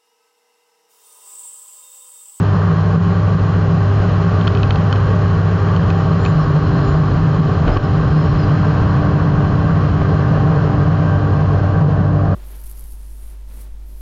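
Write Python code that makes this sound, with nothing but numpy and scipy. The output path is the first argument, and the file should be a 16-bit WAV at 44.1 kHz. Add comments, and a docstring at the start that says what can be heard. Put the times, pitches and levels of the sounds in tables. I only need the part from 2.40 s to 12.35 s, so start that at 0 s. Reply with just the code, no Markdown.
"""A low two-stroke drone runs throughout under throbbing air: a microlight trike cruises, its engine easing off.
The twin behind the seat, a sum of exhaust harmonics, drives a geared three-blade pusher: rough blade lines.
A hand-held microphone in the slipstream swings from facing the engine to facing away. Coloured noise and a
stumbling throb make the air round it, gliding sines its whistles, excited resonances the ticks of something
loose and of handling, and pushes with short roars the gusts and knocks. 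One hard gust makes the limiter duck."""
import sys
import numpy as np
from scipy import signal
from scipy.fft import rfft, irfft, next_fast_len
from scipy.io import wavfile

SR = 44100
rng = np.random.default_rng(int(sys.argv[2]) if len(sys.argv) > 2 else 0)


def inscribe(sig):
    """Save sig as 16-bit PCM at rate SR to the path in sys.argv[1].

    A 1-D sig is mono; a 2-D sig holds one channel per row.
    Samples are clipped to [-1, 1] before scaling.
    """
    pcm = np.round(np.clip(np.atleast_2d(sig).T, -1, 1) * 32767)
    wavfile.write(sys.argv[1], SR, pcm.astype(np.int16))


N = 438794
TIME = np.arange(N) / SR

# the swing of the microphone: [time_s, heading (0 towards engine, 1 side-on, 2 half away, 3 straight ahead)]
HEADING = [(0, 0), (1.9, 0), (3.1, 0.15), (3.8, 0.52), (4.45, 1), (5.3, 0.44), (6.2, 2.1), (8.0, 2),
           (8.8, 3)]
# the air at each heading: [heading, rumble_db, throb_db, eddy_rate_hz, rush_db, wash_db, hiss_db,
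# hiss_brightness_db, cavity_resonance_db]
AIR_BY_HEADING = [(0, -19, -15, 166.9, -27.5, -29.5, 2.5, 1.5, -1.5),
                  (1, -14, -12.5, 153, -28, -27.5, 1.5, 1.5, 1.5),
                  (2, -14.5, -14, 153.9, -26.5, -26.5, 5, -3.5, -2.5),
                  (3, -15.7, -14.5, 152.8, -25.5, -27.5, 2.5, -0.5, -3)]
# level of the treble, added to the hiss level: [time_s, level_db]
TREBLE_LEVEL = [(0.0, -43), (1.36, -43), (1.72, -41.5), (6.57, -43), (6.71, -44.5), (9.15, -44.5),
                (9.64, -48), (9.95, -49)]
# broad swells in the slipstream, added to the air levels:
# [centre_s, half_width_s, rumble_db, rush_db, wash_db, cavity_resonance_db]
SLIPSTREAM_SWELLS = [(0.248, 0.37, -1.5, 0.5, 3, 0.5), (2.1, 1, 3.5, 0.5, 1.8, -0.5),
                     (3.29, 0.2, -3, 2, 2, -1), (3.9, .25, -1, 1.5, 1.5, 2.5), (4.402, .15, 0, 0.5, 1, 4.5),
                     (5.15, 0.19, 1.5, 2, 1, 2), (5.947, 0.31, 1, 0, -1, 3), (6.38, .22, 0, 0.5, 0.5, 0),
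                     (8.077, 0.25, 1, 4, 0.5, 0)]

# spectral shapes of the rumble on the port, the rushing air, the propeller wash and the hiss: [pitch_hz, shape_db]
RUMBLE_SPECTRUM = [(8, -12.5), (20, -20), (32, -3), (50, -1.5), (60, 2.5), (75, 2), (118, 4), (150, 7.5),
                   (195, -21), (230, -5.5), (260, -12.5), (310, -15), (450, -24.5)]
RUSH_SPECTRUM = [(180, -24), (300, -14), (370, -2), (440, 5), (480, 2), (530, -1.5), (600, 2.5),
                 (700, -3.5), (770, -1.5), (830, -10), (1000, -16.5), (1500, -42)]
WASH_SPECTRUM = [(650, -21.5), (880, -7), (1000, -4.5), (1120, 2.5), (1220, -2), (1320, -7), (1450, -6.5),
                 (1570, -5.5), (1700, -11), (1850, -15.5), (2100, -29), (3000, -34.5)]
HISS_SPECTRUM = [(1400, -18.5), (1900, 4.5), (2200, -2), (2500, 0), (3100, 1), (3450, -6.5), (3900, -8),
                 (4550, -9.5), (5500, -11.5), (6200, -15.5), (6550, -17.5), (6800, -17), (9500, -20.5),
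                 (15500, -30.5)]
# short roar of a gust or knock: [pitch_hz, shape_db]
ROAR_SPECTRUM = [(30, 21.5), (300, 0.5), (600, -6), (1500, -19.5), (3000, -27.0), (7000, -55)]
# cavities of the housing, before the cavity resonance level: [pitch_hz, width_hz, gain_db]
HOUSING_CAVITIES = [(3270, 380, -16), (4185, 200, 7), (4820, 140, 1), (5330, 46, 0.5), (6830, 130, -11),
                    (12200, 990, 3.5)]

# strongest surges of the eddy throb: [centre_s, half_width_s, rise_db]
THROB_SURGES = [(0.566, 0.032, 8), (1.865, 0.14, 5), (4.534, 0.044, 3), (5.187, 0.034, 7.5),
                (8.493, 0.09, 9), (9.457, 0.077, 9.5)]
# moments when the eddy shedding stalls: [centre_s, half_width_s]
SHEDDING_STALLS = [(1.555, 0.069), (2.608, 0.048), (2.815, 0.034), (3.207, 0.03), (4.736, 0.04),
                   (5.38, 0.15), (6.644, 0.027), (8.814, 0.022), (9.317, .06)]
# gusts and handling knocks on the housing: [centre_s, half_width_s, push_db, roar_db]
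GUSTS_AND_KNOCKS = [(5.279, .008, -23, -12), (5.296, 0.04, -19, -7), (5.354, 0.012, -22, -29),
                    (5.369, 0.0034, -11, -2), (5.378, 0.0023, 7, -11), (7.619, 0.0044, -26, -5)]
# air whistling over an edge: [start_s, length_s, start_hz, end_hz, level_db]
EDGE_WHISTLES = [(3.48, .15, 11600, 12400, -47), (3.65, 0.11, 12400, 11500, -50),
                 (3.78, 0.15, 7130, 7050, -46.5), (3.98, 0.077, 5330, 5350, -44),
                 (4.424, 0.13, 7050, 7030, -51), (5.313, 0.044, 4770, 5100, -40),
                 (5.419, 0.054, 5470, 4930, -46), (5.978, 0.035, 5300, 5150, -40),
                 (6.012, 0.048, 4930, 4830, -36.5)]

# something loose flicks against the housing; the last two are handling knocks:
# [start_s, peak_db before a common lift]
TICKS = [(2.011, -20), (2.071, -16), (2.0763, -10.5), (2.1, -34), (2.1492, -17), (2.172, -24), (2.231, -15),
         (2.306, -12.5), (2.3573, -17), (2.526, -12), (2.558, -20), (3.287, -28), (3.363, -22),
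         (3.502, -20.5), (3.850, -17), (3.860, -18), (5.278, -22), (5.37, -20)]
# what each tick sets ringing: [pitch_hz, level_db within the tick, t60_s]
TICK_MODES = [(1420, 5, 0.024), (1910, -6.5, 0.0027), (2560, -0.5, 0.026), (3080, 3, 0.015),
              (3660, -1.5, .005), (4380, -5, 0.02), (6500, -14, 0.0019)]

# crankshaft speed, easing off a little: [time_s, turns_per_s]
CRANK_SPEED = [(0, 100.12), (0.9, 99.85), (1.5, 100.04), (2.1, 99.82), (2.8, 99.8), (3.6, 98.93),
               (4.4, 98.53), (6.0, 98.26), (8.0, 98.1), (9.95, 98.12)]
# propeller lines: [multiple of blade rate, level_db]
BLADE_LINES = [(1, -25), (2, -39), (3, -37), (4, -41), (5, -57), (7, -46)]
# exhaust lines, before a common lift:
# [multiple of crank speed, towards_db, side_on_db, half_away_db, straight_ahead_db]
EXHAUST_LINES = [(1, -13, -28, -18, -14.5), (2, -39.5, -33.5, -26, -30.5), (3, -34.5, -30.5, -26, -27),
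                 (4, -32, -31.5, -34.5, -43), (5, -51.5, -42, -42.5, -49.5), (6, -44, -47, -50.5, -36),
                 (7, -59.5, -46, -41.5, -40.5), (8, -41, -38.5, -37, -37), (9, -49.5, -52.5, -51.5, -53),
                 (10, -56.5, -49.5, -42, -43.5), (11, -50.5, -45, -44, -43.5),
                 (14, -48.5, -54.5, -51.5, -64), (16, -51.5, -48.5, -43.5, -44.5),
                 (18, -53, -51.5, -49.5, -55), (19, -52.5, -59.5, -63, -67)]

BLADES_PER_TURN = 3 / 3.47  # three blades through the reduction gear, per crank turn
THROB_SWING_DB, THROB_SWINGS_PER_S, STALL_DB = 3.5, 11.5, -14.5
WASH_FOLLOWS = 0.54  # share of the treble's swing that the wash takes
BRIGHT_HZ = 5000  # the hiss grows brighter or duller above this
# the edge of the housing sings faintly round one slanting heading
SING_HEADING, SING_SPREAD, SING_HZ, SING_WANDER_HZ, SING_DB = 1.4, 0.42, 5360, 158, -52
# dry crack of each tick: level against the ringing, and band
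CRACK_DB, CRACK_LOW_HZ, CRACK_HIGH_HZ = 30.5, 1000, 4000
# the recorder's steep treble drop above the first; nearly nothing passes above the second
DULL_ABOVE_HZ, CUTOFF_HZ = 7200, 15700


def from_db(db):
    """Decibels to gain."""
    return 10 ** (np.asarray(db) / 20)


def rms_one(x):
    """Scale to rms 1."""
    return x / np.sqrt(np.mean(x ** 2) + 1e-20)


def in_time(rows):
    """Each column of a timed curve, at every sample."""
    s, *columns = np.transpose(rows)
    return [np.interp(TIME, s, column) for column in columns]


def facing(levels):
    """A quantity given for each heading, at every sample of the swing."""
    heading, = in_time(HEADING)
    return np.interp(heading, np.arange(len(levels)), levels)


def bump(s, half_width):
    """A bell-shaped swell of height 1."""
    return np.exp(-np.minimum(((TIME - s) / half_width) ** 2, 50))


def drift(rate_hz):
    """Slow random wandering of rms 1: twice-smoothed noise, made at every 40th sample."""
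    r = np.exp(-2 * np.pi * rate_hz * 40 / SR)
    white = rng.standard_normal(N // 40 + 2002)
    slow = signal.lfilter([1], [1, -2 * r, r * r], white)[2000:]  # drop the filter's settling
    return np.interp(np.arange(N) / 40, np.arange(len(slow)), rms_one(slow))


def noise(spectrum):
    """Noise of a given colour, rms 1, falling away beyond the ends of its spectrum."""
    hz, db = np.transpose(spectrum)
    size = next_fast_len(N)
    f = np.arange(size // 2 + 1) * SR / size + 1e-3
    skirts = np.minimum(f / hz[0], 1) ** 2 * np.minimum(hz[-1] / f, 1) ** 2
    gain = from_db(np.interp(np.log(f), np.log(hz), db)) * skirts
    return rms_one(irfft(rfft(rng.standard_normal(size)) * gain, size)[:N])


def butter(x, hz, kind, order=2):
    """Causal low- or high-pass."""
    return signal.sosfilt(signal.butter(order, hz, kind, fs=SR, output="sos"), x)


def resonate(x, hz, width_hz):
    """A resonance with gain 1 at its top."""
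    r = np.exp(-np.pi * width_hz / SR)
    top = np.array([1, 0, -1]) * (1 - r * r) / 2
    return signal.lfilter(top, [1, -2 * r * np.cos(2 * np.pi * hz / SR), r * r], x)


def ring(clicks, hz, t60):
    """A unit click sets a decaying sine of initial height 1 ringing."""
    r = from_db(-60 / (t60 * SR))
    w = 2 * np.pi * hz / SR
    return signal.lfilter([0, np.sin(w)], [1, -2 * r * np.cos(w), r * r], clicks + 1e-18)


def line(angle, flutter_db, smear):
    """One partial heard through turbulent air, which shakes its level and phase (smear in radians)."""
    phase = angle + rng.uniform(0, 2 * np.pi) + smear * drift(2.3)
    return np.sqrt(2) * np.sin(phase) * from_db(flutter_db * drift(3.8))


def buffet(level_db, hz, width_hz, steadiness):
    """Eddies peel off almost regularly: a narrow, stumbling throb that surges and stalls."""
    db = level_db + THROB_SWING_DB * drift(THROB_SWINGS_PER_S)
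    db = db + sum(rise_db * bump(s, half_width) for s, half_width, rise_db in THROB_SURGES)
    db = db + STALL_DB * sum(bump(s, half_width) for s, half_width in SHEDDING_STALLS)
    # a slow complex wobble spreads the eddy rate into a narrow band
    wobble = butter(rng.standard_normal(N) + 1j * rng.standard_normal(N), width_hz, "low")
    wobble = wobble / np.sqrt(np.mean(abs(wobble) ** 2))
    wobble = wobble / np.sqrt(1 + steadiness * abs(wobble) ** 2)  # an eddy can only grow so large
    shedding = np.exp(2j * np.pi * np.cumsum(hz) / SR)
    return from_db(db) * rms_one(np.real(wobble * shedding))


def hiss(brightness_db, cavity_db):
    """Air slides over the housing as coloured noise and excites the resonances of its cavities."""
    air = noise(HISS_SPECTRUM)
    edge = (from_db(brightness_db) - 1) * butter(air, BRIGHT_HZ, "high", order=1)
    hollow = sum(from_db(db) * resonate(air, hz, width) for hz, width, db in HOUSING_CAVITIES)
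    return air + edge + from_db(cavity_db) * hollow


def air_now():
    """The columns of the air table as the microphone swings."""
    return [facing(column) for column in np.transpose(AIR_BY_HEADING)[1:]]


def airflow(crank, blade):
    """Rumble on the port, throbbing eddies, rush, hiss, and a wash that pulses with exhaust and blades."""
    rumble_db, throb_db, eddy_hz, rush_db, wash_db, hiss_db, brightness_db, cavity_db = air_now()
    treble_db, = in_time(TREBLE_LEVEL)
    for s, half_width, more_rumble_db, more_rush_db, more_wash_db, more_cavity_db in SLIPSTREAM_SWELLS:
        swell = bump(s, half_width)
        rumble_db = rumble_db + more_rumble_db * swell
        rush_db = rush_db + more_rush_db * swell
        wash_db = wash_db + more_wash_db * swell
        cavity_db = cavity_db + more_cavity_db * swell
    wash_db = wash_db + WASH_FOLLOWS * (treble_db - treble_db.mean())
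    pulsing = 1 + 0.04 * np.cos(crank) + 0.14 * np.cos(2 * crank) + 0.087 * np.cos(blade)
    turbulence = drift(28)  # shared by rush, wash and hiss
    rumble = from_db(rumble_db) * noise(RUMBLE_SPECTRUM)
    throb = buffet(throb_db, eddy_hz, width_hz=10.6, steadiness=0.63)
    rush = from_db(rush_db + 1.2 * turbulence) * noise(RUSH_SPECTRUM)
    wash = from_db(wash_db + 0.25 * turbulence + 0.5 * drift(22)) * noise(WASH_SPECTRUM) * pulsing
    treble = from_db(treble_db + hiss_db + 0.5 * turbulence) * hiss(brightness_db, cavity_db)
    return rumble + throb + rush + wash + treble


def gusts_and_knocks():
    """Gusts and handling knocks on the housing: a push and a short roar."""
    roar = noise(ROAR_SPECTRUM)
    return sum(bump(s, half_width) * (from_db(push_db) + from_db(roar_db) * roar)
               for s, half_width, push_db, roar_db in GUSTS_AND_KNOCKS)


def singing_edge():
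    """A thin tone of wandering pitch and level, strongest when air meets the housing edge at a slant."""
    heading, = in_time(HEADING)
    slant = np.exp(-((heading - SING_HEADING) / SING_SPREAD) ** 2)
    level = slant * from_db(SING_DB + 4 * drift(14))
    hz = SING_HZ + SING_WANDER_HZ * drift(6) + 60 * drift(120)
    return level * np.sin(2 * np.pi * np.cumsum(hz) / SR)


def whistles(waver_hz):
    """Brief wavering edge tones that glide as the angle of the flow changes."""
    hz, level = np.zeros(N), np.zeros(N)
    for s, length, start_hz, end_hz, db in EDGE_WHISTLES:
        inside = (TIME > s) & (TIME < s + length)
        part = (TIME[inside] - s) / length
        hz[inside] = start_hz + (end_hz - start_hz) * part
        level[inside] = from_db(db) * np.sin(np.pi * part)
    wavering_hz = hz + waver_hz * (drift(120) + drift(20))
    return level * from_db(1.2 * drift(80)) * np.sin(2 * np.pi * np.cumsum(wavering_hz) / SR)


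def ticks(contact_s=0.0032):
    """Each flick or knock is a dry crack and a short gritty contact that rings the housing."""
    after = np.arange(SR // 30) / SR
    contact = after / contact_s * np.exp(-(2 * after / contact_s) ** 2)
    grit = contact * rng.standard_normal((len(TICKS), len(TICK_MODES), len(after)))
    rings = sum(from_db(db) * ring(grit[:, k], hz, t60) for k, (hz, db, t60) in enumerate(TICK_MODES))
    snap = signal.unit_impulse(len(after), int(np.argmax(contact)))  # at the height of the contact
    snap = butter(snap, CRACK_LOW_HZ, "high")
    crack = from_db(CRACK_DB) * butter(snap, CRACK_HIGH_HZ, "low", order=6)
    out = np.zeros(N + len(after))
    for (s, db), tick in zip(TICKS, rings + crack):
        start = int(s * SR)
        out[start:start + len(after)] += from_db(db + 4) * tick / abs(tick).max()
    return out[:N]


def propeller(blade):
    """Blades chop the wake of the trike, so their lines are rough."""
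    return sum(from_db(db) * line(multiple * blade, flutter_db=2.5, smear=0.44)
               for multiple, db in BLADE_LINES)


def engine(crank):
    """Exhaust harmonics; pilot and housing shade each one differently as the microphone turns."""
    out = 0
    for k, *levels_db in EXHAUST_LINES:
        partial = line(k * crank, flutter_db=0.85 * k ** 0.41, smear=0.085 * k ** 0.53)
        out = out + facing(from_db(levels_db)) * partial
    return from_db(1.5) * out


def scene():
    """Air, knocks, ticks, propeller and engine, all at one microphone."""
    speed, = in_time(CRANK_SPEED)
    crank = 2 * np.pi * np.cumsum(speed) / SR
    blade = BLADES_PER_TURN * crank
    air = airflow(crank, blade) + singing_edge() + whistles(waver_hz=73.2)
    return (air + gusts_and_knocks() + ticks() + propeller(blade) + engine(crank))[None]


def limiter(x, ceiling_db, release_db_per_s, attack_hz):
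    """Peaks over the ceiling pull the gain down; it climbs back steadily."""
    over = np.maximum(20 * np.log10(abs(x) + 1e-9) - ceiling_db, 0)
    release = release_db_per_s * TIME
    held = np.maximum.accumulate(over + release, axis=-1) - release
    return x * from_db(-butter(held, attack_hz, "low", order=1))


def record(dry):
    """One limiter catches gusts, a second evens out the buffeting bass; the recorder dulls the high treble."""
    held = limiter(dry, ceiling_db=1.0, release_db_per_s=101.5, attack_hz=250)
    bass = butter(butter(held, 280, "low"), 280, "low")
    rest = butter(butter(held, 280, "high"), 280, "high")
    bass = limiter(bass * from_db(0.8), ceiling_db=-9.0, release_db_per_s=172.5, attack_hz=219)
    held = butter(bass + rest * from_db(-2.02), 24, "high")
    dulled = signal.sosfilt(signal.ellip(8, 0.3, 60, DULL_ABOVE_HZ, fs=SR, output="sos"), held)
    dulled = dulled + from_db(-20.5) * held  # a trace of the high treble gets through
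    dulled = dulled * np.minimum((TIME[-1] - TIME) / 0.004, 1)  # 4 ms fade at the end
    return signal.sosfilt(signal.ellip(8, 0.3, 70, CUTOFF_HZ, fs=SR, output="sos"), dulled)


dry = scene()
out = record(dry)
inscribe(out)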